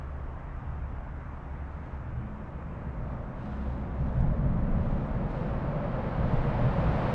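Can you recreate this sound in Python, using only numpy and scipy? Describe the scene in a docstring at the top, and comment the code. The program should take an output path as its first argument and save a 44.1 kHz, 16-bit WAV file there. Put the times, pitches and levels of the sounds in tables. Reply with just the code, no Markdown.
"""Under a concrete and steel road bridge. Far traffic hushes; wheels keep the deck ringing.
An engine tone sinks by Doppler shift and low drones swell out of the rumble. A heavy vehicle nears:
axles thump over joints, the span booms, the treads hum, the tyre roar grows louder and brighter.
A thin hiss surges above it, with a few faint high ticks."""
import sys
import numpy as np
from scipy import signal
from scipy.fft import rfft, irfft, next_fast_len
from scipy.io import wavfile
from scipy.ndimage import uniform_filter1d

SR = 44100
rng = np.random.default_rng(int(sys.argv[2]) if len(sys.argv) > 2 else 0)


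def unload_audio(sound):
    """Save the sound as a 16-bit wav file, at the path given as the first command line argument."""
    columns = np.transpose(np.atleast_2d(sound))
    # keep every value between -1 and 1, then stretch to whole-number steps
    steps = np.round(np.clip(columns, -1, 1) * 32767)
    wavfile.write(sys.argv[1], SR, steps.astype(np.int16))


N = 314874
TIME = np.arange(N) / SR
FREQS = np.fft.rfftfreq(N, 1 / SR)
ON_SPAN_S = 4.02  # vehicle rolls onto this span

# bending of the whole span: f/Hz, width/Hz, level/dB
SPAN_MODES = [(22.86, 1.6, 2), (36.7, 9.8, 0.5), (45, 11, -5)]
# slab between the girders: f/Hz, width/Hz, level/dB
SLAB_MODES = [(56, 2.6, -4), (63.5, 5.5, 2), (72.6, 8.1, -1), (91.7, 6.2, -2)]
# girders: f/Hz, width/Hz, level/dB
GIRDER_MODES = [(107.5, 9.5, -6.5), (119.8, 3.5, -1.5), (128.2, 5, 2.5), (146.9, 6.2, -1), (160.3, 6, -3)]


def gain_of(db):
    """Decibels to amplitude."""
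    return 10 ** (np.asarray(db) / 20)


def unit_rms(x):
    """Scale to rms 1."""
    return x / np.sqrt(np.mean(x ** 2) + 1e-20)


def spectrum_db(points, hz):
    """Spectrum table interpolated over log frequency."""
    f, db = np.transpose(points)
    return np.interp(np.log(hz + 1), np.log(f + 1), db)


def add(mix, start_s, sound):
    """Mix a sound in at start_s."""
    part = mix[round(start_s * SR):][:len(sound)]
    part += sound[:len(part)]


def envelope(start_s, length_s, rise_s, fade_s):
    """Linear rise; exponential fade from length_s after the start."""
    age = TIME - start_s
    return np.clip(age / rise_s, 0, 1) * np.exp(-np.maximum(age - length_s, 0) / fade_s)


def ringing(modes):
    """Noise in steep-skirted resonances, rms 1."""
    size = next_fast_len(N)
    freqs = np.fft.rfftfreq(size, 1 / SR)
    power = sum(gain_of(db) ** 2 / (1 + ((freqs - hz) / width) ** 2) ** 2 for hz, width, db in modes)
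    return unit_rms(irfft(rfft(rng.standard_normal(size)) * np.sqrt(power), size)[:N])


def steadied(x, share, samples):
    """Even out a share of the slow swells, as many wheels at once do; rms 1."""
    power = abs(uniform_filter1d(x ** 2, samples)) + 1e-9
    return unit_rms(x / uniform_filter1d(power, samples // 2) ** (share / 2))


def rush(spectrum, patchy_db, ripple_db, dull_db=0):
    """Tyre noise, rms 1: drifting patches, ripple from reflections, distance loss of dull_db at 4 kHz."""
    frames, hz = N // 256 + 5, np.fft.rfftfreq(1024, 1 / SR)
    real, imag, patches = rng.standard_normal((3, frames, len(hz)))
    patches = unit_rms(uniform_filter1d(uniform_filter1d(patches, size=16, axis=0), size=6, axis=1))
    frame_dull_db = np.interp(np.arange(frames) * 256 / SR, TIME, np.broadcast_to(dull_db, N))
    loss_shape = np.log1p((hz / 900) ** 2) / np.log1p((4000 / 900) ** 2)
    field_db = spectrum_db(spectrum, hz) + patchy_db * patches - frame_dull_db[:, None] * loss_shape
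    noise = signal.istft(((real + 1j * imag) * gain_of(field_db)).T, nperseg=1024, noverlap=768)[1][:N]
    ripple = unit_rms(uniform_filter1d(rng.standard_normal(len(FREQS)), size=100))
    return unit_rms(irfft(rfft(noise) * gain_of(ripple_db * ripple), N))


def far_traffic():
    """Even hush of the road beyond the span."""
    # far traffic and still air: f/Hz, relative density/dB
    spectrum = [(100, -28.5), (250, 0.5), (330, -2.5), (430, -3), (600, -0.5), (750, -1.5), (900, -2),
                (1070, -1.5), (1400, -5.5), (2000, -13), (2700, -22.5), (3500, -32), (4300, -38.5),
                (6000, -41), (8800, -46.5)]
    return gain_of(-48) * rush(spectrum, patchy_db=0.97, ripple_db=1.0)


def jolting(heaves, hollow, fade_s):
    """Envelope of wheels jolting over rough deck, weighted for span (heaves) or bays (hollow)."""
    # rough stretches: t/s, length/s, level/dB, span offset/dB, bay offset/dB
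    jolts = [(0.035, 1.07, -21.5, 14.5, -6), (0.623, 0.22, -10, -9.5, -11), (1.978, 0.23, -11, 0, -10),
             (2.937, 0.27, -10.5, 4.5, -5), (3.985, 0.09, -9, 3, -2), (4.16, 0.43, -7, 4, 7.5),
             (4.418, 0.44, -7.5, 4, 7), (5.09, 0.16, -10, 9, 0), (6.18, 1.1, -4.5, -3, 5.5)]
    power = np.zeros(N)
    for start_s, length_s, db, span_db, bay_db in jolts:
        strength = gain_of(db + heaves * span_db + hollow * bay_db)
        power += (strength * envelope(start_s, length_s, rise_s=0.035, fade_s=fade_s)) ** 2
    return np.sqrt(power)


def shaking(idle_db, load_db, jolt_db, fade_s, build_db_per_s, heaves=False, hollow=False):
    """Drive on one bridge part: power sum of other traffic, vehicle load and jolts."""
    roll_on_s, joint_loss_db = 1, 3.5
    before_s = np.maximum(ON_SPAN_S - TIME, 0)
    off_span = 1 - np.clip((TIME - ON_SPAN_S) / roll_on_s, 0, 1)
    load = gain_of(load_db - build_db_per_s * before_s - joint_loss_db * off_span)
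    jolts = gain_of(jolt_db) * jolting(heaves, hollow, fade_s)
    return np.sqrt(gain_of(idle_db) ** 2 + load ** 2 + jolts ** 2)


def deck():
    """Rolling wheels keep span, slab, girders, bays and braces ringing."""
    # air in the bays between girders: f/Hz, width/Hz, level/dB
    bay_modes = [(180, 11, 2), (207.8, 8.3, 2), (230.2, 7.7, -1), (248.6, 10, -5), (278.3, 29, -10.5),
                 (334, 45, -14)]
    # steel cross braces: f/Hz, width/Hz, level/dB
    brace_modes = [(268.3, 4.7, -0.5), (358.5, 5.2, -4)]
    span = shaking(idle_db=-46, load_db=-38.5, jolt_db=-36, fade_s=0.21, build_db_per_s=17.5, heaves=True)
    slab = shaking(idle_db=-44.5, load_db=-43, jolt_db=-34, fade_s=0.079, build_db_per_s=4.5)
    girders = shaking(idle_db=-46.5, load_db=-36.5, jolt_db=-34, fade_s=0.055, build_db_per_s=9)
    bays = shaking(idle_db=-55, load_db=-38, jolt_db=-40.5, fade_s=0.054, build_db_per_s=5, hollow=True)
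    braces = shaking(idle_db=-62, load_db=-52.5, jolt_db=-61, fade_s=0.15, build_db_per_s=6)
    return (span * steadied(ringing(SPAN_MODES), share=0.79, samples=8000)
            + slab * steadied(ringing(SLAB_MODES), share=0.57, samples=6000)
            + girders * steadied(ringing(GIRDER_MODES), share=0.62, samples=5000)
            + bays * steadied(ringing(bay_modes), share=0.11, samples=5000)
            + braces * steadied(ringing(brace_modes), share=0.2, samples=16000))


def engine(firing_hz=68.03, doppler_share=0.04, pass_s=2.95, glide_s=0.36):
    """Firing tone: Doppler fall on passing, wavering as its paths through the deck shift."""
    # swells and dips: t/s, half width/s, gain/dB
    swells = [(2.03, 0.29, 5), (2.48, 0.084, -10), (3.68, 0.18, 6.5)]
    recede_db_per_s, drift_hz, waver_depth, stray_rad = 0.2, 6, 0.33, 0.4
    hz = firing_hz * (1 - doppler_share * np.tanh((TIME - pass_s) / glide_s))
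    db = -43.5 - recede_db_per_s * np.maximum(TIME - pass_s, 0)
    db += sum(swell_db * np.exp(-((TIME - at_s) / width_s) ** 2) for at_s, width_s, swell_db in swells)
    waver, stray = (ringing([(0.0056, drift_hz, 0)]) for _ in range(2))
    tone = np.sin(2 * np.pi * np.cumsum(hz) / SR + stray_rad * stray)
    return gain_of(db) * unit_rms((1 + waver_depth * waver) * tone)


def crackle(spectrum, rate_per_s=500, spread_db=4.5):
    """Sparse uneven grains coloured by a spectrum, rms 1."""
    grains = (rng.random(N) < rate_per_s / SR) * rng.choice([-1, 1], N)
    sizes = gain_of(spread_db * np.minimum(rng.exponential(1, N), 4))
    return unit_rms(irfft(rfft(grains * sizes) * gain_of(spectrum_db(spectrum, FREQS)), N))


def tyres(earshot_s=2.44, rise_s=0.15, near_s=7.094, swell_db_per_s=3.5, brighten_db_per_s=4):
    """Roar swells and brightens on approach, flaring at the span; grainy hiss surges above it."""
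    # tyre roar: f/Hz, relative density/dB
    roar_spectrum = [(150, -10), (310, -9), (410, -5), (500, 0.5), (575, 1), (700, -3.5), (930, -5),
                     (1200, -9), (2000, -19.3), (3000, -28.5), (4500, -38.5), (6000, -50), (7500, -57),
                     (8600, -57)]
    # thin hiss: f/Hz, relative density/dB
    hiss_spectrum = [(1200, -13.5), (2500, 6.5), (3600, 1.5), (5000, -6), (6300, -12), (8800, -18.5)]
    # hiss surges: t/s, length/s, level/dB
    surges = [(1.6, 0.28, -77), (2.948, 0.16, -76.5), (3.313, 0.38, -67.5), (3.877, 0.33, -72.5),
              (4.692, 0.33, -69), (5.218, 0.24, -66), (6.205, .17, -66)]
    to_go_s = near_s - TIME
    level = gain_of(-35 - swell_db_per_s * to_go_s) * np.clip((TIME - earshot_s) / rise_s, 0, 1)
    level *= 1 + 0.25 * envelope(ON_SPAN_S, length_s=0.078, rise_s=0.078, fade_s=0.23)
    roar = level * rush(roar_spectrum, patchy_db=0, ripple_db=0.24, dull_db=brighten_db_per_s * to_go_s - 4)
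    surge_power = sum((gain_of(db) * envelope(start_s, length_s, rise_s=0.13, fade_s=0.19)) ** 2
                      for start_s, length_s, db in surges)
    hiss_level = np.sqrt(surge_power + (gain_of(-40) * level) ** 2)
    hiss = rush(hiss_spectrum, patchy_db=1.0, ripple_db=2.8) + gain_of(-6) * crackle(hiss_spectrum)
    return roar + hiss_level * hiss


def drones(stray_rad=0.25, drift_hz=5):
    """Low, slightly unsteady notes swell out of the rumble and sink back."""
    # deck drones: t/s, length/s, f/Hz, level/dB
    notes = [(2.036, 0.21, 119.7, -39.5), (2.156, 0.19, 209, -46.5), (2.497, 0.6, 159, -49),
             (2.7, 1, 120.8, -46), (2.92, 0.38, 227.2, -50.5), (3.345, 0.36, 209.6, -44.5),
             (4.45, 0.32, 182.4, -38), (4.803, 0.14, 214.8, -41.5), (4.92, 0.24, 125.4, -38.5),
             (5.205, 0.32, 155.3, -41), (5.525, 0.29, 146.2, -37.5), (5.778, 0.66, 66.1, -40)]
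    stray = stray_rad * ringing([(0.009, drift_hz, 0)])
    out = np.zeros(N)
    for start_s, length_s, hz, db in notes:
        tone = unit_rms(np.sin(2 * np.pi * (hz * TIME + rng.random()) + stray))
        out += gain_of(db) * envelope(start_s, length_s, rise_s=0.12, fade_s=0.12) * tone
    return out


def struck(modes, rise_s, damping_hz, scatter_turns=0.3):
    """A blow starts modes nearly in phase; each decays by its width plus tyre damping."""
    hz, width_hz, db = np.transpose(modes)[:, :, None]
    age = TIME[:SR]
    turns = hz * age + scatter_turns * rng.random(hz.shape)
    decay = np.exp(-np.pi * (width_hz + damping_hz) * age)
    ring = (gain_of(db) * decay * np.sin(2 * np.pi * turns)).sum(0)
    ring *= (1 - np.exp(-age / rise_s)) ** 2
    return ring / np.sqrt(np.mean(ring[:SR // 10] ** 2))  # rms 1 over the first 0.1 s


def joints(trim_db=-2):
    """Each axle drops on a joint: girders knock, slab thuds, span heaves."""
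    # axle blows, relative levels: t/s, knock/dB, thud/dB, heave/dB
    axles = [(3.98, -32.5, -39.5, -36.5), (4.012, -37, -34.5, -36), (4.148, -28, -31, -28),
             (4.185, -35, -40, -39), (4.221, -30.5, -33.5, -27), (4.291, -32, -29, -35.5),
             (4.389, -31, -36, -49), (4.434, -43, -28, -38), (4.478, -30, -40, -40),
             (4.573, -41, -43, -33.5), (4.657, -40, -36, -27.5), (4.745, -28.5, -32, -39),
             (4.78, -44, -29, -31.5), (4.861, -41, -37, -32), (4.916, -46, -35, -36),
             (6.177, -29.5, -29.5, -30), (6.226, -40, -40, -46), (6.313, -31, -34, -24.5),
             (6.457, -27, -39, -38), (6.565, -31, -41, -29), (6.638, -27.5, -33, -39),
             (6.776, -28.5, -46, -38), (6.843, -30.5, -29, -48), (6.887, -31, -30, -46),
             (6.935, -30, -43, -46), (6.988, -33, -44, -43), (7.058, -36.5, -48, -43)]
    out = np.zeros(N)
    for start_s, knock_db, thud_db, heave_db in axles:
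        add(out, start_s, gain_of(knock_db) * struck(GIRDER_MODES, rise_s=0.014, damping_hz=8.8))
        add(out, start_s, gain_of(thud_db) * struck(SLAB_MODES, rise_s=0.024, damping_hz=4.2))
        add(out, start_s, gain_of(heave_db) * struck(SPAN_MODES, rise_s=0.026, damping_hz=6))
    return gain_of(trim_db) * out


def ticks(tick_s=0.0014, tail_db=-10, tail_s=0.022, width_octaves=0.61):
    """Faint, sharp high ticks, each with a short fizzing tail."""
    # ticks: t/s, level/dB, f/Hz
    events = [(4.171, -76, 6500), (4.207, -64.5, 5700), (4.601, -76, 6500), (5.068, -71, 6500),
              (5.305, -70, 6000), (6.336, -66, 6000)]
    age, freqs = TIME[:SR], np.fft.rfftfreq(SR, 1 / SR)
    decay = np.exp(-age / tick_s) + gain_of(tail_db) * np.exp(-age / tail_s)
    out = np.zeros(N)
    for start_s, db, hz in events:
        colour = np.exp(-0.5 * (np.log2((freqs + 1) / hz) / width_octaves) ** 2)
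        fizz = unit_rms(irfft(rfft(rng.standard_normal(SR)) * colour, SR))
        add(out, start_s, gain_of(db) * fizz * decay)
    return out


def tread_hum(width_hz=24):
    """Narrow-band tread hum, its pitch set by each patch of road."""
    # road patches: t/s, length/s, f/Hz, level/dB
    patches = [(4.22, 0.23, 588, -48), (4.585, 0.28, 580, -46.5), (5.08, 0.15, 562, -46.5),
               (5.308, 0.17, 498, -45), (5.662, 0.18, 580, -40.5), (5.89, 0.19, 520, -45.5),
               (6.32, 0.11, 470, -44), (6.47, 0.13, 590, -43.5), (6.65, 0.12, 538, -41.5),
               (7.02, 0.14, 550, -40)]
    out = np.zeros(N)
    for start_s, length_s, hz, db in patches:
        band = steadied(ringing([(hz, width_hz, 0)]), share=1.0, samples=4000)
        out += gain_of(db) * envelope(start_s, length_s, rise_s=0.085, fade_s=0.079) * band
    return out


def scene():
    """Mono mix at ground level below the span."""
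    return (far_traffic() + tyres() + tread_hum() + engine() + deck() + joints() + drones() + ticks())[None]


def record(dry, low_hz=14, high_hz=9100):
    """Microphone low cut, then band limit."""
    low_cut = signal.butter(3, low_hz, "highpass", fs=SR, output="sos")
    high_cut = signal.firwin(255, high_hz, window=("kaiser", 9), fs=SR)
    return signal.oaconvolve(signal.sosfilt(low_cut, dry), high_cut[None], "same")


dry = scene()
out = record(dry)
unload_audio(out)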